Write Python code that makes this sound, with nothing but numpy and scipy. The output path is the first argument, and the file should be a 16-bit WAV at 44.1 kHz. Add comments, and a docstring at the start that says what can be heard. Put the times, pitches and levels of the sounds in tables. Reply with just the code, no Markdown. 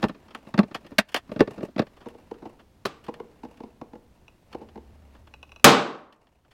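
"""A hand riveter works on a hollow fibreglass shell until the rivet's stem breaks: bursts of tiny impacts excite
resonances, the shell rings as decaying sines, and band-wise decaying noise fills the room with the bang.
Before it the tool knocks the shell (impacts through broad modes), nudges its hole, and its steel jaws tick.
Loose rivets clink and hands fumble; behind them lie filtered noise and a low wavering hum.
Diffuse reflections surround the contacts, and the microphone overloads on the loudest peaks."""
import sys
import numpy as np
from scipy import signal
from scipy.fft import rfft, irfft, next_fast_len
from scipy.io import wavfile

SR = 44100
rng = np.random.default_rng(int(sys.argv[2]) if len(sys.argv) > 2 else 0)


def generate_wav(signal):
    """Clip the signal to [-1, 1] and save it as 16-bit WAV at the path in sys.argv[1]."""
    frames = np.transpose(np.atleast_2d(signal))
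    scaled = np.clip(frames, -1, 1) * 32767
    pcm = np.round(scaled).astype(np.int16)
    wavfile.write(sys.argv[1], SR, pcm)


N = 287957
TIME = np.arange(N) / SR


def from_db(db):
    """Level to amplitude: 20 dB is a factor of ten."""
    return 10 ** (np.asarray(db) / 20)


def rms_one(x):
    """Power normalisation: scale to unit rms."""
    return x / np.sqrt(np.mean(x ** 2) + 1e-30)


def unit_energy(x):
    """Energy normalisation: scale the sum of squares to one."""
    return x / np.sqrt(np.sum(x ** 2) + 1e-30)


def at_hz(points, hz):
    """Logarithmic frequency scale: interpolate a table along it."""
    f, value = np.transpose(points)
    return np.interp(np.log(np.maximum(hz, 1)), np.log(f), value)


def add(out, s, sound):
    """Superposition: mix a sound in at s seconds."""
    i = max(int(s * SR), 0)
    out[i:i + len(sound)] += sound[:N - i]


def band(x, low, high, order=3):
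    """Causal band-pass filtering between two corner frequencies."""
    return signal.sosfilt(signal.butter(order, [low, high], "band", fs=SR, output="sos"), x)


def lowpass(x, hz, order=1):
    """Causal low-pass filtering, with the corner held below SR / 3."""
    return signal.sosfilt(signal.butter(order, min(hz, SR / 3), fs=SR, output="sos"), x)


def highpass(x, hz, order=2):
    """Causal high-pass filtering above a corner frequency."""
    return signal.sosfilt(signal.butter(order, hz, "high", fs=SR, output="sos"), x)


def steady_noise(colour):
    """Spectral shaping: white noise weighted in frequency, rms 1."""
    weight = from_db(at_hz(colour, np.fft.rfftfreq(N, 1 / SR)))
    return rms_one(irfft(rfft(rng.standard_normal(N)) * weight, N))


def dying_noise(colour, t60s, size=SR):
    """High modal density: noise in third-octave bands, each with its own decay; unit energy."""
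    edges = 40 * 2 ** (np.arange(27) / 3)
    out = np.zeros(size)
    for low, high in zip(edges, edges[1:]):
        hz = np.sqrt(low * high)
        fade = from_db(-60 * TIME[:size] / at_hz(t60s, hz))
        noise = band(rng.standard_normal(size) * fade, low, high, order=2)
        # the colour is a level per hertz, so energy grows with bandwidth
        out += unit_energy(noise) * np.sqrt(high - low) * from_db(at_hz(colour, hz))
    return unit_energy(out)


def ring(modes, vary_db, size=SR):
    """Free vibration: exponentially decaying sines whose strengths and signs vary from strike to strike."""
    hz, db, t60 = np.transpose(modes)[:, :, None]
    strength = from_db(db + vary_db * rng.standard_normal(db.shape)) * rng.choice([-1, 1], db.shape)
    decay = from_db(-60 * TIME[:size] / t60)
    return np.sum(strength * decay * np.sin(2 * np.pi * hz * TIME[:size]), axis=0)


def resonate(x, modes):
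    """Modal superposition: parallel two-pole resonances with alternating signs."""
    out = 0
    for k, (hz, width, db) in enumerate(modes):
        r = np.exp(-np.pi * width / SR)
        poles = [1, -2 * r * np.cos(2 * np.pi * hz / SR), r * r]
        peak_one = (1 - r * r) / 2
        out = out + (-1) ** k * from_db(db) * peak_one * signal.lfilter([1, 0, -1], poles, x)
    return out


def tinted(x, hz, width_hz, db):
    """Resonant equalisation: raise or lower one region of the spectrum."""
    return x + (from_db(db) - 1) * resonate(x, [(hz, width_hz, 0)])


# corners of the four registers boom, body, clack and crack: (frequency [Hz])
REGISTER_EDGES = [30, 380, 1300, 4500, 17000]
LEVEL_WINDOW_S = .02  # each register's energy is given as its rms level over this time


def contacts(rows, modes, register_db, strike_db, bare_db, bare_hz, rise, settle_db, settle_s, settle_hz,
             lowest_hz, grain_db=2.5, flex_db=-26, size=8192):
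    """Impact excitation: a flurry of tiny impacts drives resonances; hardness tilts the four registers."""
    out, t = np.zeros(N), TIME[:size]
    registers = [signal.butter(3, edges, "band", fs=SR, output="sos")
                 for edges in zip(REGISTER_EDGES, REGISTER_EDGES[1:])]
    for s, chatter_s, level_db, hardness_db in rows:
        force, grain, tremble = rng.standard_normal((3, size))
        envelope = (t / chatter_s) ** rise * np.exp(-t / chatter_s)
        flurry = envelope * force * from_db(grain_db * grain)
        # one impact at the height of the flurry is added
        flurry[int(rise * chatter_s * SR)] += from_db(strike_db) * np.sqrt(np.sum(flurry ** 2))
        # afterwards the parts settle with a duller tremble
        settling = lowpass(tremble, settle_hz) * np.exp(-t / settle_s) * (1 - np.exp(-t / chatter_s))
        impacts = flurry + from_db(settle_db) * settling
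        # part of the force is heard bare, rounded by the contact's softness
        sound = resonate(impacts, modes) + from_db(bare_db) * lowpass(impacts, bare_hz)
        # below its lowest mode the body only flexes a little
        flex = from_db(flex_db) * lowpass(impacts, lowest_hz, order=2)
        sound = highpass(sound, lowest_hz, order=3) + flex
        # a harder contact is brighter: the tilt pivots between boom and body
        levels = [level_db + db + hardness_db * (k - .5) for k, db in enumerate(register_db)]
        blow = sum(from_db(db) * unit_energy(signal.sosfilt(sos, sound)) for sos, db in zip(registers, levels))
        add(out, s, blow * np.sqrt(LEVEL_WINDOW_S * SR))
    return out


# brief drops of the background: (time [s], depth [dB], recovery time [s])
DIPS = [(1.0, 8, 0.12), (5.651, 12.5, 1)]


def dips():
    """Gain modulation: the background sinks quickly and comes back more slowly."""
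    db = 0
    for s, depth_db, recovery_s in DIPS:
        age = np.maximum(TIME - s, 0)
        attack = 1 - np.exp(-age / .015)
        db = db - depth_db * attack * np.exp(-(age / recovery_s) ** 2)
    return from_db(db)


HUM_HZ = 72
HUM_START_S, HUM_ATTACK_S, HUM_END_S, HUM_RELEASE_S = 4.5, 0.44, 5.6, .09
HUM_DB, HUM_SAG_DB_PER_S = -48.5, 9  # the sag counts from the start


def hum_level():
    """Amplitude envelope: the hum swells under the last squeeze, sags, and dies around the stem's break."""
    age = TIME - HUM_START_S
    attack = np.clip(age / HUM_ATTACK_S, 0, 1)
    release = np.exp(-np.maximum(TIME - HUM_END_S, 0) / HUM_RELEASE_S)
    return attack * from_db(HUM_DB - HUM_SAG_DB_PER_S * age) * release


def low_hum(width_hz):
    """Phase modulation: the phase of narrow-band noise makes a tone of wandering pitch and steady strength."""
    narrow = band(rng.standard_normal(N), HUM_HZ - width_hz / 2, HUM_HZ + width_hz / 2, order=2)
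    phase = np.angle(signal.hilbert(narrow, next_fast_len(N))[:N])
    return hum_level() * np.sqrt(2) * np.cos(phase)


# spells of fumbling over tool and shell: (start [s], end [s], level [dB])
HANDLING = [(0, .005, -40.5), (.03, .95, -60), (1.321, 1.655, -52.5), (1.83, 2.519, -63.5),
            (3.052, 3.702, -64.5), (4.5, 5.198, -66.5)]
HANDLING_FADE_S, HANDS_STILL_DB = 0.049, -72.5


def hand_activity():
    """Envelope control, in dB: each spell holds its level and fades exponentially at both ends."""
    gain = from_db(HANDS_STILL_DB)
    for start, end, db in HANDLING:
        outside_s = np.abs(TIME - np.clip(TIME, start, end))
        gain = np.maximum(gain, from_db(db) * np.exp(-outside_s / HANDLING_FADE_S))
    return 20 * np.log10(gain)


# relative spectrum of brushing sleeves: (frequency [Hz], level [dB])
RUSTLE_COLOUR = [(80, -7.5), (220, 13), (500, 1.5), (1000, -3), (2000, -9), (4000, -16), (8000, -29),
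                 (15000, -36.5)]
RUSTLE_DB, RUSTLE_FOLLOWS = -64.5, 0.55  # level while hands are still, share of their swing in dB


def sleeve_rustle(activity_db):
    """Friction noise: shaped noise that grows as the hands get busier."""
    level_db = RUSTLE_DB + RUSTLE_FOLLOWS * (activity_db - HANDS_STILL_DB)
    return from_db(level_db) * steady_noise(RUSTLE_COLOUR)


# relative spectrum of the room noise: (frequency [Hz], level [dB])
FLOOR_COLOUR = [(25, -6.5), (65, -0.5), (130, -7), (230, -17), (500, -23), (1300, -34.5), (4000, -35.5),
                (15000, -43)]


def background(activity_db, floor_db, hum_width_hz):
    """Incoherent superposition: room noise and rustle share the dips; the hum does not."""
    rustle = sleeve_rustle(activity_db)
    floor = from_db(floor_db) * steady_noise(FLOOR_COLOUR)
    return dips() * (floor + rustle) + low_hum(hum_width_hz)


# reverberation time of the room: (frequency [Hz], t60 [s])
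ROOM_T60 = [(100, 0.36), (250, 0.57), (600, 0.59), (1100, 0.6), (2000, .46), (4200, 0.41), (7700, .35),
            (11000, 0.04), (15000, .23)]


def workshop(x, wall_hz, first_echo_s):
    """Diffuse reverberation: convolution with decaying noise, dulled by the walls."""
    response = dying_noise([(100, 0.0084), (10000, 0.0028)], ROOM_T60)  # practically flat colour
    gather = 1 - np.exp(-(TIME[:SR] / first_echo_s) ** 2)
    return signal.fftconvolve(x, lowpass(response, wall_hz) * gather)[:N]


# broad resonances of the struck shell: (frequency [Hz], width [Hz], level [dB])
KNOCK_MODES = [(204.6, 39, -9.5), (427, 47, -2.5), (605, 120, -0.5), (940, 170, -2.5), (1117, 140, -10),
               (1760, 17, -16), (1780, 45, -12), (2836, 190, -10.5), (2980, 210, -32.5), (5840, 230, -38.5)]


def fumbling(activity_db, per_s, spread_db, bare_db, bare_hz, scuff_s):
    """Shot noise: random touches start decaying scuffs that sound through the shell."""
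    touches = (rng.random(N) < per_s / SR) * from_db(spread_db * np.minimum(rng.exponential(1, N), 3))
    # the tiny offset keeps the filter's input above zero
    envelope = signal.lfilter([1], [1, -np.exp(-1 / (scuff_s * SR))], touches + 1e-18)
    scuffs = envelope * rng.standard_normal(N)
    sound = highpass(resonate(scuffs, KNOCK_MODES) + from_db(bare_db) * lowpass(scuffs, bare_hz), 130)
    return from_db(activity_db) * rms_one(sound)


# clinks of loose rivets and linkage: (time [s], chatter time [s], level [dB], hardness [dB per register])
CLINKS = [(0.083, 0.003, -54.5, 4), (0.282, 0.0022, -53, -5), (0.305, 0.005, -50, -3.5),
          (0.347, 0.0026, -37.5, -2), (0.744, .006, -31.5, -1.8), (0.864, 0.0025, -55.5, 1),
          (1.085, 0.0072, -59, 4.5), (1.116, 0.0073, -61, 5), (1.143, 0.0024, -27, 1.5),
          (1.158, 0.007, -32, 1.1), (1.866, 0.0035, -53, -2.5), (1.963, 0.009, -55, -4),
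          (2.003, 0.012, -47.5, -7), (2.085, .0019, -65.5, 6.7), (2.339, 0.0028, -50.5, -9),
          (2.59, 0.0079, -52, -4.5), (3.039, 0.0064, -62.5, 5), (3.064, 0.0033, -55, 0),
          (3.139, 0.0018, -50.5, 0.3), (3.572, 0.00177, -68, 4), (4.526, .0041, -48.5, -0.8),
          (4.686, .0037, -55, -3.5), (5.147, 0.0066, -51.5, -7), (5.27, 0.0045, -54, -3.5),
          (6.124, 0.0034, -59.5, 0), (6.268, 0.0017, -66, -2), (6.447, .003, -62, -7),
          (6.508, 0.0089, -65.5, 3)]
# resonances of small steel parts: (frequency [Hz], width [Hz], level [dB])
STEEL_MODES = [(222, 39, -9), (726, 100, 9), (1130, 300, -11.5), (1846, 120, 10.5), (2920, 750, -4),
               (3610, 560, 4), (4360, 100, -7), (5800, 47, -4), (8500, 310, -18), (12900, 810, -39)]
# register balance at hardness 0: (boom [dB], body [dB], clack [dB], crack [dB])
CLINK_REGISTERS = (-9, -0.15, -0.4, -16.5)


def steel_clinks():
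    """Impact excitation of small steel parts: loose rivets and the tool's linkage."""
    return contacts(CLINKS, STEEL_MODES, CLINK_REGISTERS, strike_db=-10.5, bare_db=2.0, bare_hz=6000, rise=.8,
                    settle_db=-8, settle_s=0.011, settle_hz=3955, lowest_hz=178)


# register balance at hardness 0: (boom [dB], body [dB], clack [dB], crack [dB])
KNOCK_REGISTERS = (2.5, -3, -13, -37)


def shell_knocks(rows):
    """Impact excitation of a hollow shell by steel."""
    return contacts(rows, KNOCK_MODES, KNOCK_REGISTERS, strike_db=-8, bare_db=-9.5, bare_hz=2410, rise=1.0,
                    settle_db=-10, settle_s=.011, settle_hz=2400, lowest_hz=132, flex_db=-28.5)


FIRST_TOUCH_S, FIRST_TOUCH_CHATTER_S, FIRST_TOUCH_HARDNESS_DB = .012, 0.0033, 1.9
LANDING_CHATTER_S, LANDING_HARDNESS_DB = 0.0026, 0.8
REBOUND_DB, REBOUND_CHATTER_S = -34.5, .003
SPOT_WIDTH_HZ, SPOT_DB = 110, 4.5


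def landing(s, db, first_db, rebound_s, spot_hz):
    """Successive impacts: an edge touches, the full weight lands, and the tool rebounds once."""
    rows = [(s - FIRST_TOUCH_S, FIRST_TOUCH_CHATTER_S, first_db, FIRST_TOUCH_HARDNESS_DB),
            (s, LANDING_CHATTER_S, db, LANDING_HARDNESS_DB),
            (s + rebound_s, REBOUND_CHATTER_S, REBOUND_DB, 0)]
    return tinted(shell_knocks(rows), spot_hz, SPOT_WIDTH_HZ, SPOT_DB)


# the tool bumps the shell: (time [s], chatter time [s], level [dB], hardness [dB per register])
KNOCKS = [(0.144, 0.0051, -48, 1), (0.468, 0.0036, -45.5, -0.2), (0.5395, 0.0021, -29.5, 0.5),
          (0.709, 0.0052, -43, 1), (0.844, 0.0063, -46, 0.5), (0.915, 0.0051, -42.5, -3.5),
          (0.982, 0.0045, -17.5, 10), (1.291, 0.0035, -44.5, -2), (1.315, 0.0027, -34, -1.6),
          (1.3604, 0.0019, -33, -2.5), (1.505, 0.0039, -45.5, 0), (1.576, 0.0057, -38.5, -3),
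          (1.606, .0025, -39.5, -1.5), (1.628, .0034, -33, -6.5), (1.682, 0.0046, -48.5, -5),
          (1.761, .0024, -33, -2)]
# the tool is set down heavily:
# (time [s], level [dB], first touch level [dB], rebound delay [s], pitch the struck spot favours [Hz])
LANDINGS = [(0.038, -20.5, -23, 0.055, 840), (0.588, -15.5, -25, .042, 208),
            (1.4044, -13.5, -28.5, .069, 447), (1.7917, -20, -31, 0.026, 620)]
MOVED_S = 1.1
NODE_HZ, NODE_WIDTH_HZ, NODE_DB = 416, 260, -6.5


def knocking():
    """Modal nodes: until it is moved the tool rests where the middle resonances hardly move, and sounds thin."""
    sound = shell_knocks(KNOCKS) + sum(landing(*row) for row in LANDINGS)
    return np.where(TIME < MOVED_S, tinted(sound, NODE_HZ, NODE_WIDTH_HZ, NODE_DB), sound)


# the grip nudges the tool in its hole:
# (time [s], chatter time [s], level [dB], delay before it rocks back [s], 0 for none)
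NUDGES = [(2.057, 0.0034, -40.5, 0.01), (2.147, 0.0023, -48, 0), (2.311, .002, -41, 0.0018),
          (2.419, 0.0061, -47, 0.001), (2.452, .005, -41, 0.00011), (3.081, 0.004, -34, 0.0012),
          (3.199, 0.0015, -40, 0.0017), (3.432, 0.0026, -41, .016), (3.602, .0024, -41, .032),
          (3.813, 0.0019, -40, 0.00018), (3.931, 0.0029, -44.5, .02), (4.545, 0.0029, -38, 0.0018),
          (4.605, 0.0099, -46.5, 0.00082), (4.755, 0.003, -43, 0.019)]


def nudge_contacts():
    """Two-sided contact: the nose meets one side of the hole, and the other if it rocks back."""
    pushes = [(s, chatter_s, db, 0) for s, chatter_s, db, _ in NUDGES]
    # the return is slightly weaker than the push
    returns = [(s + back_s, chatter_s, db - 1.1, 0) for s, chatter_s, db, back_s in NUDGES if back_s > 0]
    return pushes + returns


# broad resonances with the tool seated in its hole: (frequency [Hz], width [Hz], level [dB])
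SEATED_MODES = [(216.6, 46, -2.5), (321, 123, 1), (472.4, 46, 6), (608, 112, 2), (845, 110, 4),
                (1125, 79, -7.5), (2020, 340, -18), (3030, 130, -8), (5560, 800, -20)]
# register balance at hardness 0: (boom [dB], body [dB], clack [dB], crack [dB])
NUDGE_REGISTERS = (2, -0.5, -18.5, -37)


def seated_nudges():
    """Impact excitation of coupled bodies: the seated tool and the shell sound together."""
    return contacts(nudge_contacts(), SEATED_MODES, NUDGE_REGISTERS, strike_db=-16, bare_db=-12.0, bare_hz=3410,
                    rise=0.93, settle_db=-27, settle_s=0.032, settle_hz=1780, lowest_hz=142.0)


# ticks in the jaws: (time [s], relative level [dB])
TICKS = [(4.281, -35.5), (5.339, -29), (5.429, -28), (5.493, -41), (5.519, -32), (5.561, -31),
         (5.597, -40.5)]
# relative spectrum of the dry click: (frequency [Hz], density [dB per Hz])
TICK_COLOUR = [(150, -16), (500, 15), (1100, 16.5), (2000, -2), (2800, 0.5), (4500, -10), (6000, -5.5),
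               (8000, -18.5), (15000, -18.5)]
# ring of the steel jaws: (frequency [Hz], relative level [dB], t60 [s])
JAW_RING = [(1507, -19, .04), (2557, -1, .035), (2690, -2, .02), (2859, -4, .028), (3418, -17, .035),
            (3962, -16, .055), (5400, -14, .015), (5900, -13, .018), (9900, -24, .02)]


def jaw_ticks(click_db, ring_db, click_t60):
    """Stick-slip: the jaws slip on the stem with a dry click and a short steel ring."""
    out = np.zeros(N)
    for s, db in TICKS:
        click = dying_noise(TICK_COLOUR, [(1000, click_t60)], size=4096)
        add(out, s, from_db(db + click_db) * click)
        add(out, s, from_db(db + ring_db) * ring(JAW_RING, vary_db=1, size=4096))
    return out


# the jaws let go, later the stem breaks and the tool recoils:
# (time [s], chatter time [s], level [dB], hardness [dB per register])
SNAPS = [(2.852, 0.006, -26, -2), (5.643, .0027, -5, 5), (5.6695, .0018, -20.5, -9)]
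# register balance at hardness 0: (boom [dB], body [dB], clack [dB], crack [dB])
SNAP_REGISTERS = (-4, 1, -2, -12)


def snap_cracks():
    """Sudden release of load: the jumping tool strikes the shell's modes."""
    return contacts(SNAPS, KNOCK_MODES, SNAP_REGISTERS, strike_db=-5.5, bare_db=5.5, bare_hz=4600, rise=0.73,
                    settle_db=-21.5, settle_s=0.028, settle_hz=5000, lowest_hz=176, grain_db=0.0)


# the room answers the two loud jumps: (time [s], level of the whole answer's energy [dB])
BANGS = [(2.852, -11), (5.643, 24)]
# relative spectrum of the room's answer: (frequency [Hz], density [dB per Hz])
BANG_COLOUR = [(40, -31.5), (85, -29.5), (140, -5), (230, 1), (480, -1), (850, -4), (1200, -2),
               (1800, -8.5), (2500, -7), (4000, -11), (6000, -19), (9000, -24.5), (15000, -34.5)]
# free ring of the shell: (frequency [Hz], relative level [dB], t60 [s])
SHELL_RING = [(141, -18, .4), (203, -17, .37), (261, -17, .37), (324, -15, .38), (370, -16, .37),
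              (447, -16, .45), (476, -18, .46), (561, -18, .38), (588, -15, .38), (714, -25, .46),
              (785, -22, .5), (824, -16, .37), (932, -17, .39), (1046, -22, .5), (1087, -14, .37),
              (1168, -25, .55), (1197, -17, .4), (1281, -21, .38), (1512, -25, .42), (2255, -23, .35),
              (2394, -19, .33), (2561, -24, .35)]


def snaps(ring_db, build_s):
    """Transient response: a crack, the shell's free ringing and the room's reverberation."""
    out = snap_cracks()
    # reflections take a moment to gather
    gather = 1 - np.exp(-(TIME[:SR] / build_s) ** 2)
    for s, db in BANGS:
        add(out, s, from_db(db) * dying_noise(BANG_COLOUR, ROOM_T60) * gather)
        add(out, s, from_db(db + ring_db) * ring(SHELL_RING, vary_db=3.5))
    return out


def scene():
    """Superposition of direct sound, reverberation and background."""
    activity_db = hand_activity()
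    knocks = knocking()
    clinks = steel_clinks()
    nudges = seated_nudges()
    ticks = jaw_ticks(click_db=6, ring_db=-9.0, click_t60=.03)
    fumble = fumbling(activity_db, per_s=49, spread_db=3.5, bare_db=-19, bare_hz=2780, scuff_s=0.0083)
    send = from_db(-41.0) * (knocks + clinks) + from_db(-12.5) * nudges + from_db(-14.0) * ticks
    room = workshop(send, wall_hz=5000, first_echo_s=0.0031)
    direct = knocks + clinks + nudges + ticks + fumble + snaps(ring_db=-22.5, build_s=0.016)
    return (direct + room + background(activity_db, floor_db=-60.0, hum_width_hz=9.4))[None]


def record(dry):
    """Amplitude saturation: the microphone overloads smoothly towards a ceiling, then the top is cut."""
    ceiling, cutoff_hz = .72, 16000
    clipped = dry / (1 + (dry / ceiling) ** 6) ** (1 / 6)
    return signal.sosfilt(signal.ellip(10, .2, 80, cutoff_hz, fs=SR, output="sos"), clipped)


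dry = scene()
out = record(dry)
generate_wav(out)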